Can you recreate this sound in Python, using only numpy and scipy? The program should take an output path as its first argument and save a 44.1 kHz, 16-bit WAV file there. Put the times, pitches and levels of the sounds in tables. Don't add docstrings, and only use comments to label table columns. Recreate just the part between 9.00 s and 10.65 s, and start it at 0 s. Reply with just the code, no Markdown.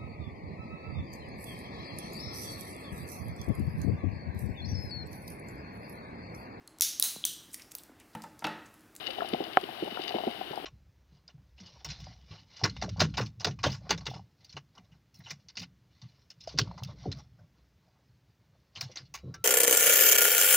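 import sys
import numpy as np
from scipy import signal
from scipy.fft import rfft, irfft
from scipy.io import wavfile

SR = 44100
rng = np.random.default_rng(int(sys.argv[2]) if len(sys.argv) > 2 else 0)


def decibels_to_gain(level_db):
    exponent = np.asarray(level_db, float) / 20
    return 10 ** exponent


def generate_wav(sig):
    pcm = np.round(np.clip(np.atleast_2d(sig).T, -1, 1) * 32767).astype(np.int16)
    wavfile.write(sys.argv[1], SR, pcm)


N = 72765
TAPS = 4096

# (frequency [Hz], level [dB], t60 [s])
CASE_MODES = [(136.5, -4.5, 0.05), (230, -5, 0.046), (360, -2.5, 0.031), (412.4, 3.5, 0.024),
              (524.5, -3, 0.08), (678, -1.5, 0.034), (736.3, 8.5, 0.025), (950, -11, 0.089),
              (1040, -32, 0.0083), (1372, 5, 0.024), (1610, 4.5, 0.014), (2110, -1.5, 0.024),
              (2978, 3, 0.016), (3597, 5, 0.0067), (4600, -2, 0.015), (5000, -23, 0.023),
              (9500, -29, 0.0058), (12400, -34.5, .003)]


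def case_ring(centre_hz, octaves, detune=0.0):
    t = np.arange(TAPS) / SR
    hz, db, t60 = np.transpose(CASE_MODES)[:, :, None]
    weight_db = db - 6 * (np.log2(hz / centre_hz) / octaves) ** 2
    modes = decibels_to_gain(weight_db - 60 * t / t60) * np.sin(2 * np.pi * hz * (1 + detune) * t)
    build_up_cycles = 1.2
    build_up = np.sin(np.pi / 2 * np.minimum(t * centre_hz / build_up_cycles, 1)) ** 2
    sound = modes.sum(0) * build_up
    return sound / abs(sound).max()


def contacts(rows, octaves, rattle_t60, rattle, gain_db):
    out = np.zeros(N + 2 * TAPS)
    t = np.arange(1500) / SR
    for start_s, db, centre_hz in rows:
        shake = rng.standard_normal(len(t)) * decibels_to_gain(-60 * t / rattle_t60)
        shake = shake / np.linalg.norm(shake)
        tap = t == 0
        rounded = np.hanning(int(0.3 * SR / centre_hz) + 3)
        push = np.convolve(rattle * shake + tap, rounded)
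        detune = 0.02 * rng.standard_normal((len(CASE_MODES), 1))
        sound = signal.fftconvolve(push, case_ring(centre_hz, octaves, detune))
        at = round(start_s * SR)
        out[at:at + len(sound)] += decibels_to_gain(db + gain_db) * sound / abs(sound).max()
    return out[:N]


# (time [s], level before the gain [dB], centre [Hz])
BUMPS = [(.199, -29.5, 400), (.33, -19, 267), (.336, -30.5, 230), (.403, -25, 321), (.415, -36, 266),
         (.477, -39, 300), (.632, -29, 315), (.694, -40, 188), (.823, -20.5, 360), (.829, -26, 310),
         (.873, -32, 336), (.917, -34.5, 273), (.993, -28, 372), (1.146, -21.5, 312), (1.199, -37.5, 232),
         (1.268, -20, 300), (1.276, -28.5, 268), (1.39, -38, 262), (1.501, -39, 141), (1.507, -30.5, 367),
         (1.641, -30, 400)]


def bumps():
    return contacts(BUMPS, octaves=0.64, rattle_t60=-5.5, rattle=0.13, gain_db=0.67)


# (time [s], level before the gain [dB], centre [Hz])
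HOLLOW_KNOCKS = [(.086, -34.5, 547), (.184, -27.5, 740), (.206, -25, 1310), (.22, -21.5, 870),
                 (.231, -36, 1300), (.246, -28, 760), (.345, -22.5, 720), (.404, -26, 680),
                 (.438, -38, 756), (.466, -39, 676), (.689, -32, 780), (.725, -40, 720), (.878, -27.5, 716),
                 (.946, -36, 1100), (.972, -25, 1040), (.992, -33, 750), (1.062, -37, 708),
                 (1.108, -29.5, 760), (1.141, -25, 760), (1.162, -23.5, 740), (1.184, -24.5, 730),
                 (1.204, -31, 705), (1.236, -26, 740), (1.277, -25.5, 710), (1.412, -26, 830),
                 (1.533, -29.5, 763), (1.575, -24.5, 850)]


def knocks():
    return contacts(HOLLOW_KNOCKS, octaves=0.4, rattle_t60=0.035, rattle=0.62, gain_db=4.3)


# (time [s], level before the gain [dB], centre [Hz])
SMALL_SNAPS = [(.0688, -22.5, 4300), (.0754, -28, 2970), (.1047, -30, 3200), (.3351, -23.5, 2940),
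               (.44, -31, 3800), (.533, -31, 3400), (.6125, -37, 5200), (.6385, -33, 3170),
               (1.018, -31.5, 4950), (1.037, -32.5, 3580), (1.0795, -24.5, 3940), (1.0864, -34, 4600),
               (1.0923, -27, 4000), (1.1683, -37, 3150), (1.5163, -37, 4170), (1.558, -42.5, 4800)]


def snaps():
    return contacts(SMALL_SNAPS, octaves=0.686, rattle_t60=0.034, rattle=0.6, gain_db=6.1)


# (time [s], level before the gain [dB], centre [Hz])
THIN_TICKS = [(0.1098, -38, 9200), (0.2885, -33.5, 10000), (0.6124, -42, 9500), (0.844, -41, 9600),
              (1.0392, -47.5, 12200), (1.309, -47.5, 11500), (1.5578, -38, 8900)]


def ticks():
    return contacts(THIN_TICKS, octaves=0.48, rattle_t60=0.022, rattle=0.41, gain_db=5.6)


# (frequency [Hz], left level [dB], right level [dB], t60 [s])
WALL = [(214, -36, -40, .03), (400, -18, -22.5, 0.044), (605, -15.5, -16.5, 0.025), (746, -8, -4, 0.03),
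        (1070, -21, -44, 0.048), (1300, -4, -32, .015), (1690, -1.5, -53, 0.006),
        (2250, -12.5, -39, 0.0091), (3020, -12, -57, 0.0089), (4600, -30.5, -46, 0.0028)]
FIRST_SWING = [1, 1, 1, 1, -1, 1, -1, 1, -1, 1]


def bang():
    bang_s, rise_cycles = 0.5711, 0.83
    t = np.arange(TAPS) / SR
    out = np.zeros((2, N))
    at = round(bang_s * SR)
    for (hz, left_db, right_db, t60), swing in zip(WALL, FIRST_SWING):
        rise = np.sin(np.pi / 2 * np.minimum(t * hz / rise_cycles, 1)) ** 2
        mode = swing * rise * decibels_to_gain(-60 * t / t60) * np.sin(2 * np.pi * hz * t)
        out[:, at:at + TAPS] += decibels_to_gain(np.array([[left_db], [right_db]])) * mode
    return out


def evened(x):
    return x / np.sqrt(np.mean(x ** 2) + 1e-20)


# (rate [grains/s], size spread [dB], rms before the swell [dB])
GRAINS = [(246, 3, -52.5), (300, 2.5, -47.5), (1458, 6, -45)]
# (centre [Hz], width [octaves])
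GRAIN_BANDS = [(330, .6), (750, .3), (3100, .5)]
# (time [s], level of lower bands [dB], of top band [dB])
SWELL = [(0.0, -57, -47.5), (0.394, -52, -51.5), (0.642, -61, -59), (0.812, -53, -51),
         (1.074, -51.5, -45.5), (1.216, -48, -48.5), (1.492, -58.5, -51), (1.65, -48, -64.5)]


def crackle():
    swell_s, low_db, high_db = np.transpose(SWELL)
    t = np.arange(N) / SR
    out = np.zeros(N)
    for (rate, spread_db, db), (centre_hz, octaves) in zip(GRAINS, GRAIN_BANDS):
        struck = rng.random(N) < rate / SR
        size = decibels_to_gain(spread_db * np.minimum(rng.exponential(1, N), 3))
        grains = rng.choice([-1, 1], N) * struck * size
        swell_db = high_db if centre_hz > 1500 else low_db
        swell = decibels_to_gain(np.interp(t, swell_s, swell_db - swell_db.mean()))
        sound = case_ring(centre_hz, octaves)
        sound = sound / np.linalg.norm(sound)
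        out += decibels_to_gain(db) * signal.oaconvolve(evened(grains) * swell, sound)[:N]
    return out


def shaped_noise(hz, db):
    bins_hz = np.fft.rfftfreq(N, 1 / SR) + 1
    spectrum = rfft(rng.standard_normal(N))
    return irfft(spectrum * decibels_to_gain(np.interp(np.log(bins_hz), np.log(hz), db)), N)


# (frequency [Hz], relative level [dB])
WASH_SPECTRUM = [(35, -54), (60, -7.5), (278, -7.5), (346, 0), (476, -6.5), (752, 3), (1060, -20),
                 (1540, -18.5), (2540, -6.5), (2970, -1), (5190, -17.5), (7000, -88), (9100, -41),
                 (15400, -120)]


def wash():
    hz, db = np.transpose(WASH_SPECTRUM)
    return decibels_to_gain(-44) * evened(shaped_noise(hz, db))


def port(x):
    resonance_hz, resonance_q = 440, 2.0
    dip_hz, dip_q = 640, 2.2
    roll_off_hz, gain_db = 1200, -1.5
    w, v = 2 * np.pi * resonance_hz, 2 * np.pi * dip_hz
    dip = [w * w / v / v, w * w / v / dip_q, w * w]
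    resonance = [1, w / resonance_q, w * w]
    x = signal.lfilter(*signal.bilinear(dip, resonance, SR), x)
    return decibels_to_gain(gain_db) * signal.lfilter(*signal.butter(2, roll_off_hz, fs=SR), x)


# (frequency [Hz], left level [dB], right level [dB]), before the hiss gain
HISS_SPECTRA = [(25, 17, 12), (93, 25, 22.5), (400, 28, 19), (1550, 31, 19), (5200, 15, 7), (6800, 3, -8.5),
                (8700, 4.5, 8), (9300, 10, 6), (14000, 10.5, 11.5), (17000, -6, -2)]


def hiss():
    hz, left_db, right_db = np.transpose(HISS_SPECTRA)
    gain_db = -65.5
    return decibels_to_gain(gain_db) * np.array([shaped_noise(hz, left_db), shaped_noise(hz, right_db)])


def scene():
    water = bumps() + knocks() + snaps() + ticks() + crackle() + wash()
    return np.array([water, port(water)]) + bang()


def band_limit(x):
    return signal.sosfilt(signal.butter(12, 16620, fs=SR, output="sos"), x)


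def record(dry):
    low_cut = signal.butter(2, 150, 'high', fs=SR, output='sos')
    mix = signal.sosfilt(low_cut, dry) + hiss()
    notch_width_hz = 40
    for notch_hz in [6000, 7000, 8000, 8190, 9000, 10000, 11000]:
        mix = signal.lfilter(*signal.iirnotch(notch_hz, notch_hz / notch_width_hz, SR), mix)
    return band_limit(mix)


dry = scene()
out = record(dry)
generate_wav(out)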